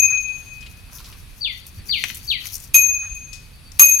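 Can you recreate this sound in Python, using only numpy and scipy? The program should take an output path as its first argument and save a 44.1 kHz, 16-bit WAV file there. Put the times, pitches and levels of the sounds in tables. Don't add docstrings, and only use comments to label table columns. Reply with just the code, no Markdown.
import sys
import numpy as np
from scipy import signal
from scipy.fft import rfft, irfft, next_fast_len
from scipy.io import wavfile
from scipy.ndimage import map_coordinates

SR = 44100
rng = np.random.default_rng(int(sys.argv[2]) if len(sys.argv) > 2 else 0)


def wrap_up_sound(samples):
    columns = np.atleast_2d(samples).T
    tamed = np.clip(columns, -1, 1)
    steps = np.round(tamed * 32767).astype(np.int16)
    wavfile.write(sys.argv[1], SR, steps)


N = 176400


def amp(db):
    return 10 ** (np.asarray(db) / 20)


def unit(x):
    return x / np.sqrt(np.mean(x ** 2) + 1e-20)


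def clock():
    return np.arange(N) / SR


def along(points, hz):
    f, v = np.transpose(points)
    return np.interp(np.log(hz + 1), np.log(f + 1), v)


def pan(db):
    return amp(np.array([[db], [-db]]) / 2)


def wobble(rate):
    return map_coordinates(rng.standard_normal(int(N * rate / SR) + 4), [clock() * rate])


def filtered(x, response):
    size = next_fast_len(N + SR // 4)
    return irfft(rfft(x, size) * response(np.fft.rfftfreq(size, 1 / SR)), size)[..., :N]


def noise(response, side_db=-7):
    mid, side = filtered(rng.standard_normal((2, N)), response)
    return unit(np.array([mid + amp(side_db) * side, mid - amp(side_db) * side]))


def shape(points):
    return lambda f: amp(along(points, f))


def hump(hz, octaves):
    return lambda f: 1 / (1 + (np.log2((f + 1) / hz) / octaves) ** 2)


def decay(start, t60):
    t = clock() - start
    return (t >= 0) * amp(-60 * np.maximum(t, 0) / t60)


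def swell(peak, half_length):
    return np.exp(-2 * ((clock() - peak) / half_length) ** 2)


def puffs(rows, octaves):
    return sum(amp(db) * swell(peak, half) * noise(hump(hz, octaves)) for peak, db, half, hz in rows)


# t/s, level/dB, low-mode boost/dB, high-mode boost/dB, pan/dB, undamped for/s, t60 ratio
BELL_STROKES = [(-.07, -3, -1, -3.5, 1, 1.0, 0.9), (2.7427, -5.5, -2.5, 0, -1.5, .6, 1.055),
                (3.7946, -1.5, -5.5, 1, 0, .6, 1.235)]
# f/Hz, level/dB, base t60/s, twin's offset/Hz, twin's level/dB, pan/dB
DOME_MODES = [(1875, -45.5, 0.68, 22.5, -10, 5), (2511, -10.5, 1.317, -18.5, -5.5, 11),
              (5030, -41.5, 0.9, 14, -14, 14), (6443.6, -1.5, 0.81, 39.5, -8.5, 7),
              (9100, -34, 0.48, 28, -4, -11), (11700, -1.5, 0.3, 76.5, -8, -2.5),
              (12360, -31, 0.39, 36, -9, -6)]
def bell(attack_s=0.0018, damped_t60=1, echo_db=-3, flutter_db=2):
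    out = np.zeros((2, N))
    main_hz = DOME_MODES[3][0]
    for start, db, low_db, high_db, pan_db, held, ring_ratio in BELL_STROKES:
        span = slice(max(round(start * SR), 0), round(start * SR) + 2 * SR)
        t = np.maximum(clock()[span] - start, 0)
        drift = lambda rate: map_coordinates(rng.standard_normal(1024), [t * rate], mode="mirror")
        gate = (1 - np.exp(-t / attack_s)) * amp(-60 * np.maximum(t - held, 0) / damped_t60)
        colour = [(2500, low_db), (6400, 0), (11700, high_db)]
        for hz, mode_db, t60, split_hz, twin_db, mode_pan_db in DOME_MODES:
            flutter_rate = 43.5 * hz / main_hz
            mid, side = [(drift(flutter_rate) + 1j * drift(flutter_rate)) / 2 for _ in range(2)]
            echo = amp(echo_db) * (mid + np.array([side, -side]))
            twin = amp(twin_db) * np.exp(2j * np.pi * split_hz * t)
            ring = np.imag((1 + twin + echo) * np.exp(2j * np.pi * hz * t))
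            struck_db = db + mode_db + along(colour, hz)
            envelope = amp(struck_db - 60 * t / (t60 * ring_ratio) + flutter_db * drift(9.7))
            out[:, span] += pan(pan_db + mode_pan_db) * gate * envelope * ring
    return out


# f/Hz, level/dB
CLACK_SPECTRUM = [(200, -30), (700, -17), (1300, -13.5), (2100, -5), (4000, -4.5), (7000, -4), (9000, -2.5),
                  (12000, 8.5), (16000, -20)]
def hammer(clack_db=-8.5, t60=0.14, snap_lead_s=0.0047, snap_db=-19):
    blows = sum(amp(db + clack_db) * (decay(start, t60) + amp(snap_db) * decay(start - snap_lead_s, t60))
                for start, db, *_ in BELL_STROKES)
    dry = noise(shape(CLACK_SPECTRUM)) * blows
    return pan(3) * (dry + amp(-10) * trees(dry))


# t/s, level/dB, pitch ratio, length/s
BIRD_CALLS = [(1.407, -19.5, 1.006, 0.14), (1.886, -16, 1.01, .14), (2.274, -18, .99, .122)]
# share of its length, level/dB
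WHISTLE_ENVELOPE = [(0, -9), (.1, -8), (.25, -4.5), (.36, 0.5), (.46, -6), (.62, -14), (.8, -19.5),
                    (1, -24)]
def bird(high_hz=4700, low_hz=1862, scoop_hz=382, rough_db=3, left_lead_s=0.0004):
    out = np.zeros((2, N))
    for start, db, ratio, length in BIRD_CALLS:
        progress = np.clip((clock() - start) / length, 0, 1)
        fall = low_hz + (high_hz - low_hz) / (1 + (progress / .34) ** 3.4)
        scoop = scoop_hz * np.exp(-progress / 0.0304)
        pitch = ratio * (fall - scoop) * (1 + .005 * wobble(300))
        gate = np.clip(20 * np.minimum(progress, 1 - progress), 0, 1)
        level_db = db + np.interp(progress, *np.transpose(WHISTLE_ENVELOPE)) + rough_db * wobble(250)
        dry = gate * amp(level_db) * np.sin(2 * np.pi * np.cumsum(pitch) / SR)
        direct = np.array([dry, np.roll(dry, round(left_lead_s * SR))])
        out += direct + amp(-2.5) * trees(dry)
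    return pan(8) * out


# t/s, level/dB
RATTLE_KNOCKS = [(1.894, -35), (2.0389, -15), (2.1003, -25.5), (2.4558, -33)]
# f/Hz, width/Hz, level/dB
FRAME_MODES = [(2195, 270, 8.5), (2570, 32, 3), (3030, 370, -7.5), (4300, 78, -3), (5580, 91, -34),
               (6110, 99, -1)]
def rattle(t60=0.034):
    def frame(f):
        return sum((-1) ** k * amp(db) * 1j * f * width / (hz * hz - f * f + 1j * f * width)
                   for k, (hz, width, db) in enumerate(FRAME_MODES))
    blows = sum(amp(db) * decay(start, t60) for start, db in RATTLE_KNOCKS)
    dry = noise(frame, side_db=-48) * blows
    return pan(12) * (dry + amp(-6) * trees(dry))


# t/s, level/dB, t60/s, centre f/Hz, pan/dB
GRIT_CRACKS = [(.175, -37.5, 0.032, 3780, 12), (.608, -43, .06, 5500, 11), (.985, -41, 0.2, 4080, -1.5),
               (1.044, -40, 0.18, 4300, 3), (1.126, -43, 0.098, 3000, 4), (1.666, -36, 0.057, 11000, 3),
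               (2.039, -39, 0.15, 5950, 2), (2.1455, -30.5, 0.075, 10100, 0),
               (2.172, -34.5, 0.034, 10700, -1), (2.5551, -30.5, 0.032, 8300, 17),
               (2.578, -46, 0.034, 8000, 24), (2.6, -40, 0.036, 8000, 15), (2.64, -43, 0.05, 8000, 15.5),
               (3.15, -48.5, 0.12, 12000, 18.5), (3.3298, -39, 0.2, 5100, 14),
               (3.718, -39, 0.029, 5700, 15.5)]
def grit(grain_db=3):
    cracks = sum(pan(pan_db) * amp(db) * decay(start, t60) * noise(hump(hz, octaves=0.55))
                 for start, db, t60, hz, pan_db in GRIT_CRACKS)
    dry = cracks * amp(grain_db * wobble(500))
    return dry + amp(-9) * trees(dry)


# t/s, relative level/dB
RUSTLE_ENVELOPE = [(0, -53.5), (.85, -62.5), (1.0, -50.5), (1.25, -57.5), (1.74, -55), (1.95, -47),
                   (2.15, -37.5), (2.21, -47), (2.4, -52), (2.469, -41.5), (2.63, -39.5), (2.72, -68.5),
                   (3.4, -61.5), (4, -56)]
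# f/Hz, level/dB
LEAF_SPECTRUM = [(2940, -34), (5000, -5.5), (6070, 1.5), (8250, -17), (10300, -3), (13800, -2.5),
                 (16000, -14)]
# t/s, level/dB, half-length/s, centre f/Hz
FOOT_SCUFFS = [(.135, -43, 0.04, 1510), (.29, -51.5, 0.019, 3900), (.645, -45.5, 0.05, 3050),
               (1.03, -51.5, 0.19, 1180), (1.81, -53, 0.056, 2210), (2.45, -51.5, .05, 1630),
               (3.045, -51, 0.052, 1480)]
def feet(gain_db=2, grain_db=3.5):
    level_db = np.interp(clock(), *np.transpose(RUSTLE_ENVELOPE)) + gain_db
    leaves = noise(shape(LEAF_SPECTRUM)) * amp(grain_db * wobble(600) + 4.8 * wobble(32))
    rustle = amp(level_db) * unit(leaves)
    scuffs = puffs(FOOT_SCUFFS, octaves=0.54) * amp(5.3 * wobble(70))
    return pan(9) * rustle + pan(2) * scuffs


# t/s, level/dB, half-length/s, centre f/Hz
LOW_PUFF = [(1.95, -51.5, 0.41, 178)]
def low_swell():
    return puffs(LOW_PUFF, octaves=0.43)


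# t/s, level/dB, half-length/s, f/Hz
MICROPHONE_BUMPS = [(1.79, -29, 0.021, 89.6), (3.124, -26.5, 0.02, 46)]
def bumps():
    return sum(amp(db) * swell(peak, half) * np.sin(2 * np.pi * hz * (clock() - peak))
               for peak, db, half, hz in MICROPHONE_BUMPS)


def far_chirps(hz=4565, level_db=-66.5, pulse_hz=9, depth_db=7):
    pulse = np.cos(2 * np.pi * (pulse_hz * clock() + 0.16 * wobble(3.1)))
    return amp(level_db + depth_db * pulse + 9 * wobble(2.04)) * noise(hump(hz, octaves=0.012))


# f/Hz, t60/s
TREE_DECAY = [(500, 0.25), (2500, 0.36), (4500, 0.52), (7000, 0.412), (12000, .28)]
def trees(x, uneven_db=5):
    size = SR * 3 // 4
    echoes = rng.standard_normal((2, size)) * amp(uneven_db * wobble(900)[:size])
    hz, t, bands = signal.stft(echoes, SR, nperseg=256)
    fade = amp(-60 * t / along(TREE_DECAY, hz)[:, None])
    tail = signal.istft(bands * fade, SR, nperseg=256)[1]
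    return signal.fftconvolve(np.atleast_2d(x), tail / np.linalg.norm(tail[0]), axes=1)[:, :N]


# f/Hz, level/dB
RUMBLE_SPECTRUM = [(12, -33.5), (20, 0.5), (38, 0.5), (92, -1), (147, -8.5), (197, -15.5), (269, -18),
                   (329, -27), (357, -26), (500, -30.5), (650, -34), (1100, -120)]
# f/Hz, level/dB
HISS_SPECTRUM = [(180, -55), (300, -11), (584, -12.5), (762, -10.5), (2170, -10), (2570, -2), (2790, -10.5),
                 (4520, -9.5), (6410, -22.5), (10600, -11.5), (16000, -32.5)]
def grove(rumble_db=-43.5, hiss_db=-50.5):
    rumble = amp(rumble_db + 1.35 * wobble(6.07)) * noise(shape(RUMBLE_SPECTRUM), side_db=-8)
    hiss = amp(hiss_db + wobble(11)) * noise(shape(HISS_SPECTRUM), side_db=-2.5)
    return pan(-3) * rumble + pan(2.5) * hiss


def scene():
    foreground = bell() + hammer() + bird() + rattle() + grit() + feet()
    return foreground + low_swell() + bumps() + far_chirps() + grove()


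def record(dry, ceiling_db=0.5, hardness=6.8, top_hz=16000):
    clipped = dry / (1 + np.abs(dry / amp(ceiling_db)) ** hardness) ** (1 / hardness)
    return filtered(clipped, lambda hz: hz < top_hz)


dry = scene()
out = record(dry)
wrap_up_sound(out)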